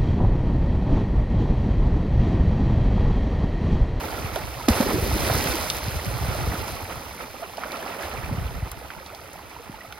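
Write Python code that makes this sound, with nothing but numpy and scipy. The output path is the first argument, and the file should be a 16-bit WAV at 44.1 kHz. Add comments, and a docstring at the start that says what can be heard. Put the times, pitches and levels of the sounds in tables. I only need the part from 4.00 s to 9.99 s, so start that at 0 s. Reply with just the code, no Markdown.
"""Fish thrashing at a feed

A shoal of big fish churns the surface of a river, a few metres from the bank. Tails thud below,
bodies slap on top, trapped air rings as bubbles and drops tick all around. A feed sack lands with
a whump and its spray rains down; the fish thrash in bouts, then the feeding eases off."""
import sys
import numpy as np
from scipy import signal
from scipy.fft import rfft, irfft, next_fast_len
from scipy.io import wavfile
from scipy.ndimage import uniform_filter1d

SR = 44100
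rng = np.random.default_rng(int(sys.argv[2]) if len(sys.argv) > 2 else 0)


def generate_wav(sig):
    """Save sig (samples, or channels by samples) to the path in sys.argv[1] as 16-bit PCM at SR."""
    pcm = np.round(np.clip(np.atleast_2d(sig).T, -1, 1) * 32767).astype(np.int16)
    wavfile.write(sys.argv[1], SR, pcm)


N = 264159
TIME = np.arange(N) / SR
EARS = np.array([[1], [-1]])  # left, right


def from_db(db):
    """Decibels to gain."""
    return 10 ** (np.asarray(db) / 20)


def to_db(power):
    """Power to decibels."""
    return 10 * np.log10(power + 1e-12)


def rms_one(x):
    """Scale to unit power."""
    return x / np.sqrt(np.mean(x ** 2) + 1e-20)


def peak_one(x):
    """Scale to unit peak."""
    return x / np.abs(x).max()


def at_hz(points, hz):
    """Read a table on a log-frequency axis."""
    knots, values = np.transpose(points)
    return np.interp(np.log(hz + 1e-3), np.log(knots), values)


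def filtered(x, response):
    """Apply a frequency response given as a function of Hz."""
    size = next_fast_len(N + 4096)
    hz = np.arange(size // 2 + 1) * SR / size
    return irfft(rfft(x, size) * response(hz), size)[..., :N]


def drift(rate_hz):
    """Smooth random wander, unit spread."""
    step, settle = 40, 2000
    pole = np.exp(-2 * np.pi * rate_hz * step / SR)
    noise = rng.standard_normal(N // step + settle + 2)
    slow = signal.lfilter([1], [1, -2 * pole, pole * pole], noise)[settle:]
    return np.interp(np.arange(N) / step, np.arange(len(slow)), rms_one(slow))


def resonance(x, hz, width_hz):
    """Two-pole band-pass, unity peak gain."""
    radius = np.exp(-np.pi * width_hz / SR)
    angle = 2 * np.pi * min(hz, SR / 2) / SR
    feed = np.array([1, 0, -1]) * (1 - radius ** 2) / 2
    return signal.lfilter(feed, [1, -2 * radius * np.cos(angle), radius ** 2], x + 1e-18)


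def add(out, start_s, sound):
    """Mix a short sound in."""
    start = int(np.clip(round(start_s * SR), 0, N - 1))
    out[..., start:start + sound.shape[-1]] += sound[..., :N - start]


def spell(start_s, end_s, level_db, rise_s, fall_db_per_s):
    """Power envelope: builds up to start_s, holds until end_s, dies away."""
    build = np.clip(1 + (TIME - start_s) / rise_s, 0, 1)
    return (build * from_db(level_db - fall_db_per_s * np.maximum(TIME - end_s, 0))) ** 2


def splashing(start_s, end_s, churn_db, spray_db, rise_s, fall_db_per_s):
    """Churn and spray power of one spell of splashing."""
    return np.array([spell(start_s, end_s, db, rise_s, fall_db_per_s) for db in (churn_db, spray_db)])


# Knots of fish thrashing together: start_s, end_s, churn_db, spray_db, rise_s
BOUTS = [(0.0, 0.13, -35, -52, .1), (2.3, 2.56, -34.5, -42.5, .63), (3.7, 4.13, -35.5, -49.5, .2)]
# One fish beating its tail: start_s, churn_db, spray_db
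FLURRIES = [(0.35, -43, -47), (0.86, -32, -60), (2.33, -41, -45), (2.669, -51, -43.5), (2.89, -39, -61),
            (3.2, -40, -51), (3.41, -42, -60), (4.01, -45, -44)]


def feeding():
    """Churn and spray power: the shoal slowly loses interest, with bouts and flurries on top."""
    steady = from_db([-40 - 0.78 * TIME, -43.5 - 1.75 * TIME]) ** 2
    bouts = sum(splashing(*bout, fall_db_per_s=16.5) for bout in BOUTS)
    flurries = sum(splashing(start_s, start_s + 0.036, *levels_db, rise_s=0.016, fall_db_per_s=192.5)
                   for start_s, *levels_db in FLURRIES)
    return steady + bouts + flurries


# Holes torn by fish or sack: start_s, end_s, level_db
REFILLS = [(0.03, 0.21, -39), (0.908, 1.515, -27.5), (2.55, 2.576, -37)]


def refilling(sag_db_per_s=12):
    """Gulp power of holes in the water filling."""
    return sum(spell(start_s, end_s, db - sag_db_per_s * (TIME - start_s), rise_s=0.21, fall_db_per_s=127)
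               for start_s, end_s, db in REFILLS)


# Deep heaves: start_s, end_s, level_db
HEAVES = [(0.188, 0.544, -41.5), (0.978, 1.462, -35), (2.03, 2.49, -34.5), (2.782, 3.0, -46.5),
          (4.36, 4.506, -36.5)]


def heaving(rest_db=-56):
    """Surge power of water heaving deep down."""
    return from_db(rest_db) ** 2 + sum(spell(*heave, rise_s=0.41, fall_db_per_s=45) for heave in HEAVES)


def bubble(hz, cycles, rise):
    """Trapped air rings, its pitch climbing by the fraction rise as it surfaces; peak 1."""
    age = np.linspace(0, 1, max(int(cycles / hz * SR), 8))
    ring = np.sin(2 * np.pi * cycles * (age + rise * age ** 2 / 2))
    onset = (1 - np.exp(-age * cycles)) ** 2
    return peak_one(ring * from_db(-60 * age) * onset)


def bubbling(low_hz, high_hz, pitches, per_s, cycles, rise, size_db, clump_db, lag_s, busy_db=0):
    """Bubbles born in clumps, more in busy water, each from its own direction; unit power."""
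    out = np.zeros((2, N))
    births = from_db(clump_db * drift(18) + busy_db)
    born_so_far = np.cumsum(births) / births.sum()
    per_pitch = max(int(per_s * N / SR / pitches), 2)
    for hz in np.geomspace(low_hz, high_hz, pitches):
        when, size, side, sign = rng.random((4000, 4))[:per_pitch].T
        strength = from_db(size_db * np.minimum(-np.log(1 - size), 3.5)) * np.sign(sign - .5)
        rings = np.outer(strength, bubble(hz, cycles, rise))
        rings *= np.sqrt(hz / np.sum(rings ** 2))  # flat spectrum
        starts = np.searchsorted(born_so_far, when)
        lags = np.round((side - .5) * lag_s * SR).astype(int)
        for ear, arrivals in enumerate(np.abs(starts + EARS * lags)):
            samples = arrivals[:, None] + np.arange(rings.shape[1])
            out[ear] += np.bincount(samples.ravel(), rings.ravel(), N)[:N]
    return rms_one(out)


def water(bubbles, spectrum, wash_db, flutter_db, width):
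    """Single bubbles over the wash of countless smaller ones, levelled to unit power."""
    colour = lambda hz: from_db(at_hz(spectrum, hz))
    wash = filtered(rng.standard_normal(N) + width * rng.standard_normal((2, N)), colour)
    wash *= from_db(flutter_db * drift(22.4))
    mix = rms_one(filtered(bubbles, colour)) + from_db(wash_db) * rms_one(wash)
    power = uniform_filter1d(np.mean(mix ** 2, axis=0), SR // 7)
    return mix / np.sqrt(power + 1e-9)


# Water spectra: frequency_hz, density_db
SURGE_SPECTRUM = [(22, -22), (42, -4.5), (65, 2.5), (110, -2.5), (170, -8.5), (300, -25.5), (600, -65)]
GULP_SPECTRUM = [(90, -16), (170, -1), (240, 2), (340, 1.5), (480, -0.5), (900, -20)]
CHURN_SPECTRUM = [(200, -33), (380, -11), (550, -2.5), (850, -1), (1100, -5), (1350, -2.5), (1600, -10.5),
                  (1950, -8), (2600, -10), (3200, -16), (5000, -25), (12000, -31)]
SPRAY_SPECTRUM = [(700, 1), (2000, 2), (3200, -2), (4300, 0), (5300, 0), (7500, -6.5), (11000, -3.5),
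                  (15800, -9)]


def shoal(surge_db, gulp_db, churn_db, spray_db, calm_db=-42):
    """Tail strokes heave the water, cavities gulp, the surface churns and spray patters back."""
    busy_db = churn_db - calm_db
    surge = bubbling(40, 200, pitches=10, per_s=80, cycles=6, rise=0,
                     size_db=2.4, clump_db=2.6, lag_s=.003)
    gulp = bubbling(158.8, 533, pitches=12, per_s=300, cycles=13.4, rise=.11,
                    size_db=2, clump_db=2, lag_s=.0004)
    churn = bubbling(350, 4500, pitches=48, per_s=1600, cycles=22, rise=.15,
                     size_db=3.8, clump_db=2.5, lag_s=.00025, busy_db=.6 * busy_db)
    spray = bubbling(1800, 15500, pitches=14, per_s=3000, cycles=5, rise=0,
                     size_db=4.2, clump_db=2.2, lag_s=.00001)
    surge = water(surge, SURGE_SPECTRUM, wash_db=-6, flutter_db=2.6, width=.25)
    gulp = water(gulp, GULP_SPECTRUM, wash_db=-4, flutter_db=2.5, width=.15)
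    churn = water(churn, CHURN_SPECTRUM, wash_db=.28 * busy_db - 4, flutter_db=2, width=.25)
    spray = water(spray, SPRAY_SPECTRUM, wash_db=3, flutter_db=1, width=.6)
    low_gain = from_db(0.35 * (churn_db + 43.5))  # harder thrashing traps larger bubbles
    churn += (low_gain - 1) * resonance(churn, 440, 280)
    return (from_db(surge_db + 5.5) * surge + from_db(gulp_db) * gulp
            + from_db(churn_db) * churn + from_db(spray_db + 3.5) * spray)


def drops(spray_db, per_s=16, spread_db=22):
    """Single drops land close by and tick above the spray."""
    lands = rng.random(N) < per_s / SR
    clicks = lands * from_db(spray_db + 31 - spread_db * rng.random(N))
    return resonance(clicks, 7800, 4900) + .5 * resonance(clicks, 5700, 1000)


def plops(churn_db, per_s=16, follow=0.43, spread_db=34):
    """Larger bubbles only partly follow the churn level, so they stand out as it calms."""
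    out = np.zeros((2, N))
    for when, pitch, faintness, side in rng.random((400, 4))[:int(per_s * N / SR)]:
        level_db = follow * churn_db[int(when * N)] - 20 - spread_db * faintness
        pan_db = 6 * (side - .5) * EARS
        ring = bubble(600 * 2 ** (2 * pitch), cycles=22, rise=.42)
        add(out, when * N / SR, from_db(level_db + pan_db) * ring)
    return out


def cavity(first_hz, last_hz, swell_s, t60_s, glide_s):
    """An air pocket forced under water grows, so its note falls; peak 1."""
    t = TIME[:SR // 4]
    hz = last_hz + (first_hz - last_hz) * np.exp(-t / glide_s)
    envelope = (1 - np.exp(-t / swell_s)) ** 2 * from_db(-60 * t / t60_s)
    return peak_one(np.sin(2 * np.pi * np.cumsum(hz) / SR) * envelope)


# Large air pockets closing under water: start_s, peak_db, nominal_pitch_hz
THUDS = [(0.242, -20.5, 117), (0.982, -19, 110), (1.02, -17, 69.5), (1.123, -15.5, 74.4), (1.306, -14, 102),
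         (1.344, -19.5, 95), (1.877, -18.5, 111), (2.208, -21, 100), (2.282, -18.5, 108), (2.471, -17, 104),
         (2.538, -23.5, 230), (4.322, -17, 109), (4.346, -25, 114), (4.378, -23, 136), (4.449, -22, 96),
         (4.623, -18.5, 88.5), (5.694, -28, 224)]


def tail_thuds():
    """A hard tail stroke drives air under water; the pocket throbs for two or three cycles."""
    out = np.zeros(N)
    for start_s, peak_db, hz in THUDS:
        throb = cavity(2.11 * hz, 0.41 * hz, swell_s=1.24 / hz, t60_s=4.4 / hz, glide_s=0.9 / hz)
        add(out, start_s, from_db(peak_db) * throb)
    return out


def splat(hz, width_hz, t60_s, swell_s):
    """A sheet of water breaks: a puff of noise around one pitch, mostly alike in both ears; peak 1."""
    t = TIME[:SR // 6]
    noise = rng.standard_normal(len(t)) + .35 * rng.standard_normal((2, len(t)))
    puff = noise * from_db(-60 * t / t60_s) * (1 - np.exp(-t / swell_s))
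    return peak_one(resonance(resonance(puff, hz, width_hz), hz, width_hz))


# Water hitting water: start_s, level_db, pitch_hz, sizzle_re_crack_db
SMACKS = [(0.3585, -20.5, 1960, -5), (0.6853, -10, 3500, -5.5), (0.81, -22, 2900, -1),
          (0.932, -22, 4200, -3), (1.7, -12.5, 3560, -17), (2.68, -29, 4300, -17),
          (3.571, -30.5, 3380, -14), (3.7194, -27.5, 3070, -6), (3.769, -34, 3400, -12),
          (4.7152, -27, 6900, -2), (5.0615, -32, 3540, -18), (5.148, -31.5, 3960, -14),
          (5.332, -34.5, 7000, 0), (5.924, -31, 2290, -10)]


def water_smacks():
    """Thrown water lands with a crack and a sizzle of droplets, then fizzes a moment longer."""
    out = np.zeros((2, N))
    for start_s, level_db, hz, sizzle_db in SMACKS:
        crack = splat(hz, 1.15 * hz, t60_s=.015, swell_s=.0003)
        sizzle = from_db(sizzle_db) * splat(10500, 9000, t60_s=.015, swell_s=.0003)
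        fizz = from_db(-11) * splat(hz, hz, t60_s=.066, swell_s=.0011)
        add(out, start_s, from_db(level_db + 4) * peak_one(crack + sizzle + fizz))
    return out


# Fish or sack hitting the surface: start_s, level_db, air_pitch_hz
SLAPS = [(0.36, -15, 605), (0.682, -8.5, 670), (0.802, -13.5, 520), (1.114, -20, 795), (1.298, -14, 652),
         (2.35, -22, 640), (3.5803, -22, 653), (3.6355, -19.5, 1270), (3.656, -28.5, 573),
         (3.861, -22.5, 760), (4.032, -24.5, 1620), (4.717, -30, 1140), (4.903, -24.5, 1450),
         (5.391, -30.5, 990), (5.563, -28.5, 930), (5.924, -29.5, 1288)]


def surface_slaps():
    """A fish or the sack slaps the surface; trapped air knocks, then breaks into smaller bubbles."""
    out = np.zeros((2, N))
    for start_s, level_db, hz in SLAPS:
        add(out, start_s, from_db(level_db - 4) * splat(hz, 1.3 * hz, t60_s=.055, swell_s=.0009))
        add(out, start_s, from_db(level_db - 2.5) * bubble(hz, cycles=11, rise=.15))
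        for late, pitch in rng.random((4, 2)):
            fragment = bubble(hz * 2 ** (1.6 * (pitch - .55)), cycles=19, rise=.3)
            add(out, start_s + .066 * late, from_db(level_db - 11 - 14 * late) * fragment)
    return out


# Single bubbles, deep gulps to small plips: start_s, level_db, first_hz, glide_octaves
LOUD_BUBBLES = [(0.368, -27, 419, -0.31), (0.597, -30, 1025, -0.24), (0.634, -35, 1290, 0),
                (0.858, -24, 397, -0.047), (0.885, -21.5, 288, -0.1), (0.95, -22, 395, -0.32),
                (1.536, -21, 345, -0.18), (3.417, -26, 735, -0.27), (4.042, -30, 560, -.1),
                (4.307, -22.5, 211, 0.22), (4.809, -38, 543, -0.36), (4.929, -37.5, 693, 0.82),
                (5.002, -37, 556, -0.12), (5.125, -37, 542, 0.8), (5.329, -39.5, 477, .8),
                (5.594, -36, 432, 0.3), (5.737, -40.5, 885, -0.052), (5.802, -38.5, 1845, .2),
                (5.843, -38, 728, -0.27)]


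def loud_bubbles(gurgle_db=2.5):
    """An air pocket's note climbs as it surfaces or sinks as it is dragged down; deforming, it gurgles."""
    out = np.zeros(N)
    for start_s, level_db, first_hz, octaves in LOUD_BUBBLES:
        length_s = 0.023 + 0.024 * abs(octaves)
        age = np.linspace(0, 1, int(length_s * SR))
        note = np.sin(2 * np.pi * np.cumsum(first_hz * 2 ** (octaves * age)) / SR)
        swell = np.sin(np.pi * age ** 0.6) ** 2
        add(out, start_s, from_db(level_db) * note * swell)
    return out * rms_one(from_db(gurgle_db * drift(160)))


# Landing, swell below, cavity closing: start_s, level_db, first_hz, last_hz, swell_s, t60_s
SACK = [(0.682, -7.5, 530, 220, 0.0027, 0.062), (0.7, -10.5, 97, 71.5, 0.0082, 0.054),
        (0.801, -11, 303, 230, 0.0065, 0.028)]


def sack():
    """The sack lands flat and punches a cavity; the torn water roars above its note."""
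    out = np.zeros((2, N))
    for start_s, level_db, first_hz, last_hz, swell_s, t60_s in SACK:
        whump = cavity(first_hz, last_hz, swell_s, t60_s, glide_s=.0034)
        roar = splat(first_hz, 3 * first_hz, t60_s=.042, swell_s=.0029)
        add(out, start_s, from_db(level_db) * whump)
        add(out, start_s - .0015, from_db(level_db - 7.5) * roar)
    return out


def sack_splash(rise_s=0.00871):
    """Churn and spray power: the landing throws up a sheet of water, which rains back down."""
    thrown_s = SACK[0][0] + rise_s
    sheet = splashing(thrown_s, thrown_s + .08, churn_db=-29, spray_db=-33, rise_s=rise_s, fall_db_per_s=30)
    rain = splashing(1.28, 1.47, churn_db=-30.5, spray_db=-32, rise_s=.36, fall_db_per_s=20)
    return sheet + rain


def scene():
    """Fish and sack set the level of the seething water; single impacts and bubbles sound over it."""
    churn, spray = feeding() + sack_splash()
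    surge = heaving()
    gulp = refilling() + churn * from_db(-8) ** 2 + surge * from_db(-11) ** 2
    surge_db, gulp_db, churn_db, spray_db = map(to_db, (surge, gulp, churn, spray))
    seething = shoal(surge_db, gulp_db, churn_db, spray_db)
    impacts = surface_slaps() + water_smacks() + tail_thuds() + sack()
    return seething + impacts + loud_bubbles() + drops(spray_db) + plops(churn_db)


# Microphone port balance: frequency_hz, left_minus_right_db
PORT_BALANCE = [(60, -.5), (380, -1), (700, -5), (1290, -6), (2380, -3.5), (8120, -0.5)]
# Microphone port phase: frequency_hz, left_lead_rad
PORT_PHASE = [(150, 0), (550, -.6), (1300, -.25), (2300, -.4), (2850, -1.7), (3500, .2), (5250, -.8),
              (5500, -4.3), (6300, -4.25), (8600, -2.1), (11200, -.1), (13600, .1), (16000, 2.1)]


def record(dry):
    """Two microphone ports differ in level and phase; the top is cut at 16 kHz."""
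    def ports(hz):
        """Half of each difference goes to either side."""
        gain = from_db(EARS * at_hz(PORT_BALANCE, hz) / 2)
        gain /= np.sqrt(np.mean(gain ** 2, axis=0))
        return gain * np.exp(.5j * EARS * at_hz(PORT_PHASE, hz))
    low_pass = signal.ellip(10, .2, 80, 16000, fs=SR, output="sos")
    return signal.sosfilt(low_pass, filtered(dry, ports))


dry = scene()
out = record(dry)
generate_wav(out)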